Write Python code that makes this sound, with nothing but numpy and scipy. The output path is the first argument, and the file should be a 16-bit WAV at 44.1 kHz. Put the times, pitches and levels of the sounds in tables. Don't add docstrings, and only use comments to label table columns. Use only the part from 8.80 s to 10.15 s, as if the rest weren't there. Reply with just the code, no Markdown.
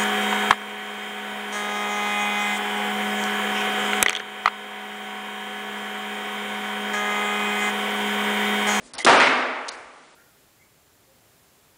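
import sys
import numpy as np
from scipy import signal
from scipy.fft import rfft, irfft, next_fast_len
from scipy.io import wavfile
from scipy.ndimage import uniform_filter1d

SR = 44100
rng = np.random.default_rng(int(sys.argv[2]) if len(sys.argv) > 2 else 0)


def level_to_linear(level):
    exponent = np.asarray(level, float) / 20
    return 10 ** exponent


def digitize_waveform(pressure):
    field = np.atleast_2d(pressure).T
    bounded = np.clip(field, -1, 1)
    quanta = np.round(bounded * 32767).astype(np.int16)
    wavfile.write(sys.argv[1], SR, quanta)


N = 59535


def unit(x):
    return x / np.sqrt(np.mean(x ** 2) + 1e-20)


def along(points, hz):
    f, v = np.transpose(points)
    return np.interp(np.log(hz + 1), np.log(f + 1), v)


def filtered(x, response):
    m = next_fast_len(len(x) + 8192)
    return irfft(rfft(x, m) * response(np.fft.rfftfreq(m, 1 / SR)), m)[:len(x)]


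def noise(colour):
    return unit(filtered(rng.standard_normal(N), lambda hz: level_to_linear(along(colour, hz))))


def causal(colour, tilt_db, size=4096):
    hz = np.fft.rfftfreq(size, 1 / SR)
    level_db = np.maximum(along(colour, hz), -70) + tilt_db * np.log2((hz + 50) / 1000)
    cepstrum = irfft(np.log(level_to_linear(level_db)), size)
    cepstrum[1:size // 2] *= 2
    cepstrum[size // 2 + 1:] = 0
    click = irfft(np.exp(rfft(cepstrum)), size)[:size // 2]
    return click / np.abs(click).max()


def tail(t60s, build_s):
    hz, t, z = signal.stft(rng.standard_normal(N), SR, nperseg=1024)
    decay = level_to_linear(-60 * t / along(t60s, hz)[:, None])
    h = signal.istft(z * decay, SR, nperseg=1024)[1][:N]
    h = h * (1 - np.exp(-np.arange(N) / (SR * build_s)))
    return h / np.linalg.norm(h)


def add(track, s, x):
    part = track[round(s * SR):][:len(x)]
    part += x[:len(part)]


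def resonances(f, modes):
    return sum(level_to_linear(db) * 1j * f * w / (c * c - f * f + 1j * f * w) for c, w, db in modes)


def hall(f):
    # f/Hz, width/Hz, level/dB
    hall_modes = [(162, 14, 4), (252, 12, 9)]
    cut_hz = 155
    return (1j * f / (cut_hz + 1j * f)) * (1 + resonances(f, hall_modes))


def smash():
    blow_s = [.1385, .1495, .2495, .2645, .2692, .2732, .2772, .2855, .2955, .33, .4012, .4063, .415, .424,
              .435, .47, .497, .55]
    # level/dB, brightness/(dB/octave), rattle/dB, room/dB
    blows = [(-34, -2.5, 1.5, 5.5), (-34.5, 4, -12, 3.5), (-21, -4.5, 6, -2.5), (-4, -1, 8, 1.5),
             (-1.5, 1, -0.5, 1), (-9.5, 0.5, 7, 4.5), (-8.5, -0.5, 6, 0.5), (-5.5, 0, 5.5, 2.5),
             (-5, 0.5, 7, 3.5), (-9.5, -1, -12.5, -17), (-5, 1, 1.5, -5.5), (-7.5, 0.5, -0.5, -8.5),
             (-10, 1.5, 8, 0), (-11, -2, 3.5, 0), (-11.5, -0.5, 8.5, -5.5), (-12, -2, 10.5, -20),
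             (-22, 0, 5, -14), (-32, -3, -9, -15)]
    # f/Hz, level/dB
    slab = [(35, -79), (60, -36), (246, -8.5), (362, -5), (521, -3), (871, -2.5), (1400, -1.5), (2710, -11),
            (10000, -32.5), (13000, -77.5), (22000, -120)]
    # f/Hz, level/dB
    pieces = [(35, -64), (60, -46), (257, -20), (600, -13), (1300, -9), (2150, 1), (3000, -8), (10000, -35)]
    # f/Hz, width/Hz, level/dB
    slab_modes = [(458.5, 9.2, -4), (644, 23, -7), (821, 19, -4.5), (929, 15, -3), (1172, 11, 3),
                  (1510, 15, -29), (2266, 12, -14)]
    # f/Hz, t60/s
    house = [(60, 1.1), (160, 0.82), (200, 0.84), (250, 1.21), (350, 1.294), (700, 1.417), (1500, 1.34),
             (3000, 1.113), (6000, 0.82), (10000, 0.76)]
    broken_s, rattle_t60_s, build_s, modes_db = .39, 0.057, 0.004, -1
    out, t = np.zeros(N), np.arange(SR // 10) / SR
    for s, (db, tilt_db, rattle_db, wet_db) in zip(blow_s, blows):
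        clap = -causal(slab if s < broken_s else pieces, tilt_db)
        rattle = rng.standard_normal(len(t)) * rng.exponential(size=len(t))
        rattle = rattle * level_to_linear(-60 * t / rattle_t60_s)
        rattle = rattle / np.linalg.norm(rattle)
        add(out, s, level_to_linear(db) * clap)
        add(out, s, level_to_linear(db + rattle_db) * signal.fftconvolve(clap, rattle))
        add(out, s, level_to_linear(db + wet_db + 9.5) * signal.fftconvolve(clap, tail(house, build_s)))
    return filtered(out, lambda f: (1 + level_to_linear(modes_db) * resonances(f, slab_modes)) * hall(f))


def snaps():
    snap_s = [.1363, .1385, .150, .1815, .184, .2476, .2525, .8835, .8872, .8905, .8935, .9535, .191, .2445]
    snap_length_s = [.001, .006, .007, .003, .008, .002, .005, .003, .002, .0025, .0015, .001, .04, .003]
    snap_tilt_db = [1, 3, 1, 2, 0, -1, 3, 1.5, 3, 0, .5, 1, 2, 1]
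    # click/dB, crumble/dB
    snap_levels = [(-19, -58), (-37.5, -33), (-38, -36.5), (-40, -26), (-37, -27.5), (-3.5, -10.5),
                   (-33, -15.5), (-24, -27.5), (-19.5, -54), (-16.5, -27.5), (-21, -37), (-38, -53),
                   (-47, -35), (-42.5, -37)]
    # f/Hz, level/dB
    snap_colour = [(60, -45), (300, -26), (1000, -14), (2500, -3), (4200, 3), (6500, 0), (8000, -5),
                   (9600, -1)]
    click_t60_s, wet_db, wet_t60_s, wet_build_s = .002, -9, .3, 0.0013
    out, t = np.zeros(N), np.arange(2000) / SR
    for s, length_s, tilt_db, (click_db, db) in zip(snap_s, snap_length_s, snap_tilt_db, snap_levels):
        chance = rng.standard_normal((3, len(t)))
        grit = level_to_linear(db) * chance[0] * chance[1] / (1 + (t / length_s) ** 6)
        grit += level_to_linear(click_db + 1.5 - 60 * t / click_t60_s) * chance[2]
        add(out, s, np.convolve(grit, causal(snap_colour, tilt_db)))
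    echo = signal.fftconvolve(out, tail([(500, wet_t60_s)], wet_build_s))[:N]
    return out + level_to_linear(wet_db) * echo


def shard():
    # t/s, level/dB
    hit_s, hit_db = (.183, -37)
    # f/Hz, level/dB, t60/s
    shard_modes = [(825, 8.5, 0.066), (2090, 3.5, 0.46), (2950, -2, 0.18), (3203, -13, 0.54),
                   (3180, -1.5, 0.32), (3930, -7, 0.3), (5200, -20, 0.14)]
    onset_s = 0.0029
    out, t = np.zeros(N), np.arange(SR // 2) / SR
    wander = rng.standard_normal((2, len(shard_modes), len(t)))
    wander = unit(uniform_filter1d(uniform_filter1d(wander, 200), 100))
    ring = np.zeros(len(t))
    for (hz, db, t60_s), size, phase in zip(shard_modes, *wander):
        level = level_to_linear(db - 60 * t / t60_s + 4 * size)
        ring += level * np.sin(2 * np.pi * hz * t + 1.2 * phase)
    add(out, hit_s, level_to_linear(hit_db) * ring * (1 - np.exp(-t / onset_s)))
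    return out


def hand(t):
    # t/s, level/dB, f/Hz
    grips = [(0.046, -58, 45), (0.147, -54.5, 90), (0.171, -57, 57), (.27, -61, 44.7), (.40, -52, 35),
             (.47, -65, 55.6), (.95, -61.5, 49.6), (0.998, -63, 70), (1.064, -62, 60), (0.252, -16, 377),
             (.2575, -18.5, 350), (1.07, -61, 140), (1.001, -59, 110)]
    out = np.zeros(N)
    for s, db, hz in grips:
        swell = np.exp(-.5 * ((t - s) * hz / 0.69) ** 2)
        out += level_to_linear(db) * swell * np.sin(2 * np.pi * hz * (t - s))
    return out


def swishes(t):
    # middle t/s, half length/s, level/dB
    swells = [
        (0.062, .025, -49),
        (.945, 0.08, -55),
    ]
    # f/Hz, level/dB
    swish_colour = [(300, -0.5), (1500, -22), (3700, -1.5), (7000, 1.5), (10000, -1.5)]
    swell = sum(level_to_linear(db) * np.exp(-.5 * ((t - s) / half_s) ** 2) for s, half_s, db in swells)
    return swell * noise(swish_colour)


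def background():
    # f/Hz, level/dB
    bustle_colour = [(30, -32), (100, -6), (260, 4.5), (480, 7), (1000, -1.5), (2000, -5), (5000, -27.5),
                     (10000, -27)]
    # f/Hz, level/dB
    hiss_colour = [(30, -2.5), (300, -16), (3000, -3), (10000, -10.5)]
    bustle_db, bustle_t60_s, still_db, hiss_db = -56, 3.4, -60, -56
    t = np.arange(N) / SR
    fade = level_to_linear(bustle_db - 60 * t / bustle_t60_s) + level_to_linear(still_db)
    bustle = fade * unit(filtered(noise(bustle_colour), hall))
    return bustle + swishes(t) + hand(t) + level_to_linear(hiss_db) * noise(hiss_colour)


def holes(x):
    from_hz, rarity, loss_db = 5000, 1.5, -18
    hz, _, z = signal.stft(x, SR, nperseg=256)
    field = rng.standard_normal(z.shape)
    field = unit(uniform_filter1d(uniform_filter1d(field, 5, axis=0), 4, axis=1))
    lost = (field > rarity) & (hz[:, None] > from_hz)
    return signal.istft(z * level_to_linear(loss_db * lost), SR, nperseg=256)[1][:N]


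def below(hz, edge_hz):
    return np.clip((edge_hz - hz) / 160 + .5, 0, 1)


def starved(x):
    # t/s, length/s, from f/Hz, to f/Hz, loss/dB
    dips = [
        (.1235, .008, 3000, 11000, -40),
        (.147, .015, 6100, 7900, -35),
        (.162, .016, 5500, 11000, -30),
        (.233, .011, 3300, 11000, -22),
        (.258, .005, 4300, 11000, -18),
        (.382, .012, 6500, 8300, -18),
        (.898, .016, 7000, 11000, -30),
        (.904, .010, 5000, 7000, -35),
        (.897, .007, 4500, 5600, -25),
        (.962, .008, 5500, 7000, -22),
    ]
    t = np.arange(N) / SR
    for s, length_s, from_hz, to_hz, loss_db in dips:
        gate = np.exp(-(2 * (t - s) / length_s - 1) ** 6 / 20)
        band = filtered(x, lambda hz: below(hz, to_hz) - below(hz, from_hz))
        x = x - (1 - level_to_linear(loss_db)) * gate * band
    return x


def scene():
    return (smash() + snaps() + shard() + background())[None]


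def low_pass(x):
    return signal.sosfilt(signal.butter(12, 15780, fs=SR, output="sos"), x)


def record(dry):
    knee, hardness, ceiling = .74, 4, .69
    low_cut_hz, top_hz = 35, 10035
    x = dry[0] / (1 + np.abs(dry[0] / knee) ** hardness) ** (1 / hardness)
    x = filtered(holes(x), lambda hz: below(hz, top_hz) * 1j * hz / (low_cut_hz + 1j * hz))
    mix = np.clip(starved(x), -ceiling, ceiling)[None]
    return low_pass(mix)


dry = scene()
out = record(dry)
digitize_waveform(out)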